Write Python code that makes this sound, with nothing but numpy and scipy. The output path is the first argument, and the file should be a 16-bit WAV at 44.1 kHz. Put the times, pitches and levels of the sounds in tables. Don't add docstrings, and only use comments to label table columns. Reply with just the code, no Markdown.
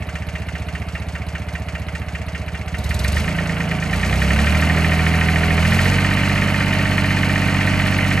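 import sys
import numpy as np
from scipy import signal
from scipy.fft import rfft, irfft, next_fast_len
from scipy.io import wavfile
from scipy.ndimage import uniform_filter1d

SR = 44100
rng = np.random.default_rng(int(sys.argv[2]) if len(sys.argv) > 2 else 0)


def dump(signal):
    limited = np.clip(np.atleast_2d(signal).T, -1, 1)
    pcm = np.round(limited * 32767).astype(np.int16)
    wavfile.write(sys.argv[1], SR, pcm)


def undo_db(level):
    steps = np.asarray(level, float) / 20
    return 10 ** steps


N = 361619
TIME = np.arange(N) / SR

# time in seconds, firings per second.
ENGINE_SPEED = [(0.0, 15.19), (0.91, 14.98), (2.23, 15.06), (2.73, 15.27), (3.22, 26.68), (3.32, 27.93),
                (3.84, 27.06), (4.6, 39.66), (4.75, 40.65), (4.9, 40.85), (5.6, 40.98), (5.93, 46.91),
                (6.11, 48.18), (6.45, 48.56), (7.04, 47.7), (7.3, 47.55), (7.9, 47.83), (8.2, 47.47)]
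# time in seconds, load from 0 (steady speed) to 1 (rack wide open).
FUEL_LOAD = [(0, 0), (2.7, 0), (2.86, 0.82), (3.0, 0.88), (3.16, 0.92), (3.31, 0.13), (3.8, 0.04),
             (3.96, 0.57), (4.5, 0.78), (4.72, 0.4), (5.56, 0.33), (5.7, 1), (5.86, 0.98), (6.02, 0.4),
             (6.6, 0.07), (8.2, 0.18)]

# firings per second, boom in dB, bark in dB, puff in dB.
EXHAUST_STEADY = [(15.2, -28, -35, -59.5), (26, -30.5, -24, -57), (43, -19.7, -21, -47),
                  (49.4, -24.5, -22.5, -47.5)]
EXHAUST_LOADED = [(18, -20, -33, -42), (28.2, -16.5, -29, -42), (35, -15, -22, -45), (44, -18, -21, -42)]
# pitch in Hz, signed strength for each of the three cylinders.
STACK_MODES = [(54, -0.22, -0.28, -0.31), (64.4, -0.46, -0.44, -0.55), (77.1, 0.76, 0.92, 0.82),
               (92.6, 0.6, 0.086, 0.28), (108.6, -0.6, -0.52, -0.18), (126.5, 0.42, 0.23, 0.22),
               (146.0, -0.37, 0.25, -0.075), (167.1, -0.35, -0.72, -1.05), (191.8, -0.39, -0.074, 0.29),
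               (211.7, 0.47, 0.061, 0.057), (236, -0.15, -0.092, -0.098), (278, 0.058, 0.064, 0.038),
               (286.8, 0.11, 0.066, 0.15), (309, 0.097, 0.12, 0.011), (365, 0.045, -0.023, -0.0051),
               (404, 0.031, 0.00018, 0.038)]
# pitch in Hz, strength for each cylinder.
STACK_LOADED_MODES = [(112, 0.36, 0.2, 0.49), (214.7, 0.42, 0.21, 0.41)]
PULSE_LIKENESS = [(15, .01), (27.5, .2), (41, .4), (48, 0)]
# place in firings, level in dB.
PUFFS = [
    (.02, -0.92),
    (1.05, -0.67),
    (2.1, 0.4),
]
# frequency in Hz, level in dB per Hz.
JET_SPECTRUM = [(2500, -14), (4000, 16), (7000, -17.5), (9500, 5), (11500, 6), (13000, -6.5)]
# place in firings, level in dB.
COUGHS = [
    (.13, 0),
    (1.1, 0),
    (2.1, -8),
]
# frequency in Hz, level in dB per Hz.
COUGH_SPECTRUM = [(2500, -22), (3500, 3), (6000, 0), (9500, -1.5), (12000, -3), (13000, -20)]

# firings per second, drone in dB, knock in dB, tick in dB.
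BODY_STEADY = [(15.5, -37, -33.5, -45.5), (26, -32, -27, -40), (39.8, -26.5, -21.5, -37.5),
               (44.4, -32, -21, -35.5)]
BODY_LOADED = [(19.4, -33, -30.5, -42), (27.2, -31.5, -23.5, -31.5), (36, -30, -20.5, -32),
               (46.7, -28.5, -19, -31.5)]
# place in firings, level in dB, gain at top speed in dB, share of long rattle.
KNOCKS = [
    (.73, -4.5, 3.5, .12),
    (1.73, -1.5, -.5, .1),
    (2.73, 2.5, -1.5, .4),
]
INJECTION_ADVANCE = [(15, .02), (27.5, .09), (41, .08), (48, 0)]
# pitch in Hz, width in Hz, level in dB.
BLOCK_RESONANCES = [(1075, 12, -9.5), (1282, 66, -3), (1383, 60, -2), (1514, 150, 1.5), (1577, 80, 2),
                    (1766, 117, -1.5), (1880, 91, 1.5), (2063, 80, 1.5), (2240, 81, 0.5), (2458, 101, 1),
                    (2718, 46, 1.5), (2980, 234, -7)]
# pitch in Hz, width in Hz, level in dB.
CLANG_RESONANCES = [(1480, 24, 38), (2150, 22, 40), (2330, 24, 36), (2750, 20, 40)]
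# place in firings, level in dB.
TICKS = [
    (.40, 6.5),
    (1.411, 11.1),
    (1.97, 5.7),
    (2.411, 8),
    (2.82, 5.5),
]
# pitch in Hz, width in Hz, level in dB.
COVER_RESONANCES = [(3230, 540, 0), (4365, 130, 2), (4640, 270, 0.5), (5870, 2040, -5.5), (6500, 130, 2.5),
                    (7850, 2100, -11)]
# pitch in Hz, strength for each cylinder.
PANEL_MODES = [(410.2, 0.81, 0.62, 0.47), (468, 0.69, 0.49, 0.97), (586, 0.84, 1, 0.9),
               (622, 1.67, 0.099, 0.77), (735.7, 1.2, 0.53, 0.93), (649, 0.92, -0.28, 0.11),
               (760, 0.48, 0.54, .35), (903, 0.8, -0.038, 0.26), (1147, 0.6, 0.085, 0.07),
               (1263, 0.26, 0.11, 0.45)]
# pitch in Hz, strength for each cylinder.
BRACKET_MODES = [(4210, 1, 0.1, 0.1)]
# pitch in Hz, width in Hz, level in dB.
GEAR_RESONANCES = [(2415, 140, 3.5), (2987, 54, 9), (4254, 250, -3)]
# frequency in Hz, level in dB per Hz.
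WASH_SPECTRUM = [(250, -6), (330, -13), (600, -9), (950, -12), (1480, -12), (2200, -9.5), (2900, -15.5),
                 (3600, -29), (6500, -38), (8400, -36.5), (11500, -30), (13000, -69)]
# multiple of the firing rate, level in dB.
PUMP_TONES = [(56 / 3, -39), (71 / 3, -41), (79 / 3, -43), (12, -42)]
# pitch in Hz, level in dB.
WHINE_TONES = [(11750, -73), (12800, -78)]
# time in seconds, level in dB.
WIND_LEVEL = [
    (0, -60),
    (6.75, -55),
    (6.9, -35),
    (7.0, -40),
    (7.1, -50),
    (7.55, -46),
    (7.65, -34),
    (7.9, -33),
    (8.2, -32),
]

# frequency in Hz, left-right likeness from 0 to 1.
PORT_LIKENESS = [(60, .99), (1000, .98), (2500, .93), (5000, .86), (9000, .88), (12300, .94)]
# frequency in Hz, left minus right in dB.
PORT_TILT = [(60, -2.0), (110, -2.5), (200, -3.0), (350, -2.5), (640, -3.5), (1150, -3.0), (2080, -2.5),
             (3770, 0.5), (6800, 1.5), (12300, 0.0)]
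# frequency in Hz, lead of the left in radians.
PORT_LEAD = [(0, 0), (1810, 0.0), (3100, 1.4), (4390, 0.8), (5430, 1.2), (6290, 0.5), (7490, 0.8),
             (7840, 0.8), (8790, -0.2), (9130, -1.2), (9730, -2.6), (10400, -3.3), (11800, -6.2),
             (13200, -6.9)]


def in_time(rows):
    s, *columns = np.transpose(rows)
    return [np.interp(TIME, s, c) for c in columns]


def at_speed(rows, rate):
    return np.interp(rate, *np.transpose(rows))


def at_hz(points, hz):
    points = np.array(points)
    return np.interp(np.log(hz + 1), np.log(points[:, 0] + 1), points[:, 1])


def mapped(steady, loaded, rate):
    load, = in_time(FUEL_LOAD)
    steady_rate, *steady_db = np.transpose(steady)
    loaded_rate, *loaded_db = np.transpose(loaded)
    return [(1 - load) * np.interp(rate, steady_rate, low) + load * np.interp(rate, loaded_rate, high)
            for low, high in zip(steady_db, loaded_db)]


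def butter(order, hz, kind="low"):
    return signal.butter(order, hz, kind, fs=SR, output="sos")


def even(x):
    power = uniform_filter1d(uniform_filter1d(x ** 2, size=8800), size=4400)
    return x / np.sqrt(power + 1e-12)


def coloured(spectrum):
    size = next_fast_len(N)
    hz = np.arange(size // 2 + 1) * SR / size
    noise = rfft(rng.standard_normal(size))
    return even(irfft(noise * undo_db(at_hz(spectrum, hz)), size)[:N])


def strikes(firings, contacts, spread_db, jitter_s):
    place, level_db = np.transpose(contacts)
    due = 3 * np.arange(-1, 90)[:, None] + place
    at = np.interp(due, firings, TIME, left=-1, right=-1)
    late, stronger = rng.standard_normal((2,) + at.shape)
    index = np.clip(((at + jitter_s * late) * SR).astype(int), 0, N - 1)
    clicks = np.full(N, 1e-18)
    np.add.at(clicks, index, undo_db(level_db + spread_db * stronger) * (at > 0))
    return clicks


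def dying(clicks, t60):
    return signal.lfilter([1], [1, -undo_db(-60 / (t60 * SR))], clicks)


def resonances(x, peaks):
    out = 0
    for k, (hz, width, level_db) in enumerate(peaks):
        r = np.exp(-np.pi * width / SR)
        b = (1 - r * r) / 2 * np.array([1, 0, -1])
        a = [1, -2 * r * np.cos(2 * np.pi * hz / SR), r * r]
        out = out + (-1) ** k * undo_db(level_db) * signal.lfilter(b, a, x)
    return out


def rung_modes(firings, modes, t60, spread_db, alike=0):
    valves_open = .25
    pulses = np.array([strikes(firings, [(valves_open + k, 0)], spread_db, jitter_s=0) for k in range(3)])
    out, r = 0, undo_db(-60 / (t60 * SR))
    for hz, *strength in modes:
        w = 2 * np.pi * hz / SR
        own = np.dot(strength, pulses)
        shared = np.mean(strength) * pulses.sum(axis=0)
        drive = (1 - alike) * own + alike * shared
        out = out + signal.lfilter([0, np.sin(w)], [1, -2 * r * np.cos(w), r * r], drive)
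    return out


def exhaust(firings, rate):
    boom_db, bark_db, puff_db = mapped(EXHAUST_STEADY, EXHAUST_LOADED, rate)
    load, = in_time(FUEL_LOAD)
    alike = np.clip(at_speed(PULSE_LIKENESS, rate) + 0.29 * load, 0, 1)
    opening = firings + .015 * rate
    pulses = rung_modes(opening, STACK_MODES, t60=.18, spread_db=.45, alike=alike)
    pulses = pulses + load * rung_modes(opening, STACK_LOADED_MODES, t60=.26, spread_db=.5)
    boom = signal.sosfiltfilt(butter(4, 120), pulses)
    bark = pulses - boom
    return undo_db(boom_db) * even(boom) + undo_db(bark_db) * even(bark) + undo_db(puff_db + 5) * puffs(firings)


def puffs(firings):
    clicks = strikes(firings, PUFFS, spread_db=4.0, jitter_s=.0019)
    gate = dying(dying(clicks, .0065), .048)
    return even(coloured(JET_SPECTRUM) * (gate / gate.mean() + 0.37))


def coughs(firings, rate):
    clicks = strikes(firings + .0115 * rate, COUGHS, spread_db=2.5, jitter_s=.001)
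    gate = dying(dying(clicks, .016), .04)
    level_db = -36.5 - 2.5 * np.log2(rate / 24)
    load, = in_time(FUEL_LOAD)
    return undo_db(level_db) * load ** 2 * even(coloured(COUGH_SPECTRUM) * gate)


def body(firings, rate):
    drone_db, knock_db, tick_db = mapped(BODY_STEADY, BODY_LOADED, rate)
    speed_db = 20 * np.log10(rate / 48)
    burning = firings + .025 * rate
    bracket = even(rung_modes(burning, BRACKET_MODES, t60=.25, spread_db=2.5))
    gears = even(resonances(rng.standard_normal(N), GEAR_RESONANCES))
    wash_db = .5 * (drone_db + knock_db) - .5 + .25 * speed_db
    out = undo_db(knock_db - 4.0) * knock(burning + at_speed(INJECTION_ADVANCE, rate), rate)
    out = out + undo_db(tick_db - 3.0) * valve_ticks(firings, rate)
    out = out + undo_db(-51 + 6 * speed_db) * bracket
    out = out + panels(burning, drone_db, speed_db)
    out = out + undo_db(knock_db - 14.5 + 0.8 * speed_db) * gears
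    return out + undo_db(wash_db) * coloured(WASH_SPECTRUM)


def knock(firings, rate):
    shake, clang, age = 0, 0, np.arange(4000) / SR
    top = np.clip((rate - 42) / 6, 0, 1)
    idle = np.clip((30 - rate) / 15, 0, 1)
    for place, level_db, top_db, rattle in KNOCKS:
        mood_db = idle * np.interp(firings / 3, np.arange(90), rng.normal(0, 1.8, 90))
        fade = undo_db(-60 * age / .05) + rattle * undo_db(-60 * age / .17)
        blows = strikes(firings, [(place, level_db)], spread_db=1.3, jitter_s=.00005)
        blows = blows * undo_db(top_db * top + mood_db)
        habit = signal.fftconvolve(blows, fade * rng.standard_normal(4000))[:N]
        fresh = signal.fftconvolve(blows, fade)[:N] * rng.standard_normal(N)
        shake = shake + 14.0 * blows + habit + .5 * fresh
        clang = clang + rattle * idle * blows
    rung = resonances(shake, BLOCK_RESONANCES) + resonances(clang, CLANG_RESONANCES)
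    rung = signal.sosfilt(butter(4, 3500), rung)
    wall = np.interp(TIME - .0058, TIME, rung, left=0)
    return even(rung + undo_db(-8.0) * wall)


def valve_ticks(firings, rate):
    taps = strikes(firings + .003 * rate, TICKS, spread_db=2.0, jitter_s=.00095)
    return even(resonances(dying(taps, .13) * rng.standard_normal(N), COVER_RESONANCES))


def panels(firings, drone_db, speed_db):
    drone = even(rung_modes(firings, PANEL_MODES, t60=.4, spread_db=.6))
    peaks = [(hz, 50, 20 * np.log10(abs(first))) for hz, first, *_ in PANEL_MODES]
    rumble = even(resonances(rng.standard_normal(N), peaks))
    return undo_db(drone_db - 2.5 + .6 * speed_db) * drone + undo_db(drone_db - 9 - .4 * speed_db) * rumble


def pump(firings, rate):
    tones = 0
    for multiple, level_db in PUMP_TONES:
        waver = signal.sosfiltfilt(butter(2, 3), rng.standard_normal(N))
        level = undo_db(level_db + 2 * waver / waver.std())
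        tones = tones + level * np.sin(2 * np.pi * multiple * firings)
    return np.clip((rate - 45) / 3, 0, 1) * tones


def whine():
    return sum(undo_db(db) * np.sin(2 * np.pi * hz * TIME) for hz, db in WHINE_TONES)


def wind():
    lumps = signal.sosfilt(butter(2, 9), rng.standard_normal((2, N)))
    rush = signal.sosfilt(butter(2, [40, 170], "band"), rng.standard_normal((2, N)))
    level_db = in_time(WIND_LEVEL)[0] + 4 * lumps / lumps.std() - 2
    return undo_db(level_db) * rush / rush.std()


def ports(x):
    size = next_fast_len(N + 4096)
    hz = np.arange(size // 2 + 1) * SR / size
    flutter = signal.sosfilt(butter(2, [15, 90], "band"), rng.standard_normal(N))
    share = np.sqrt(np.clip(1 - at_hz(PORT_LIKENESS, hz), 0, 1) / 2)
    unlike = share * rfft(x * flutter / flutter.std(), size)
    common = rfft(x, size)
    half = undo_db(at_hz(PORT_TILT, hz) / 2) * np.exp(.5j * at_hz(PORT_LEAD, hz))
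    return irfft(np.array([half * (common + unlike), (common - unlike) / half]), size)[:, :N]


def scene():
    rate, = in_time(ENGINE_SPEED)
    firings = np.cumsum(rate) / SR
    engine = exhaust(firings, rate) + coughs(firings, rate) + body(firings, rate) + whine()
    return ports(engine) + pump(firings, rate) * undo_db([[-1.6], [1.6]]) + wind()


def roll_off(x):
    return signal.sosfilt(signal.butter(12, 12890, fs=SR, output="sos"), x)


def record(dry):
    rounded = 1.1 * np.tanh(dry / 1.1)
    left, right = signal.sosfilt(butter(3, 40, "high"), rounded)
    sum_gap = butter(2, [9950, 10500], "bandstop")
    top_cut = signal.cheby2(12, 50, 13250, fs=SR, output="sos")
    side_cut = signal.cheby2(10, 30, 12100, fs=SR, output="sos")
    mid = signal.sosfiltfilt(np.vstack([sum_gap, top_cut]), left + right) / 2
    side = signal.sosfiltfilt(side_cut, left - right) / 2
    return roll_off(np.array([mid + side, mid - side]))


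dry = scene()
out = record(dry)
dump(out)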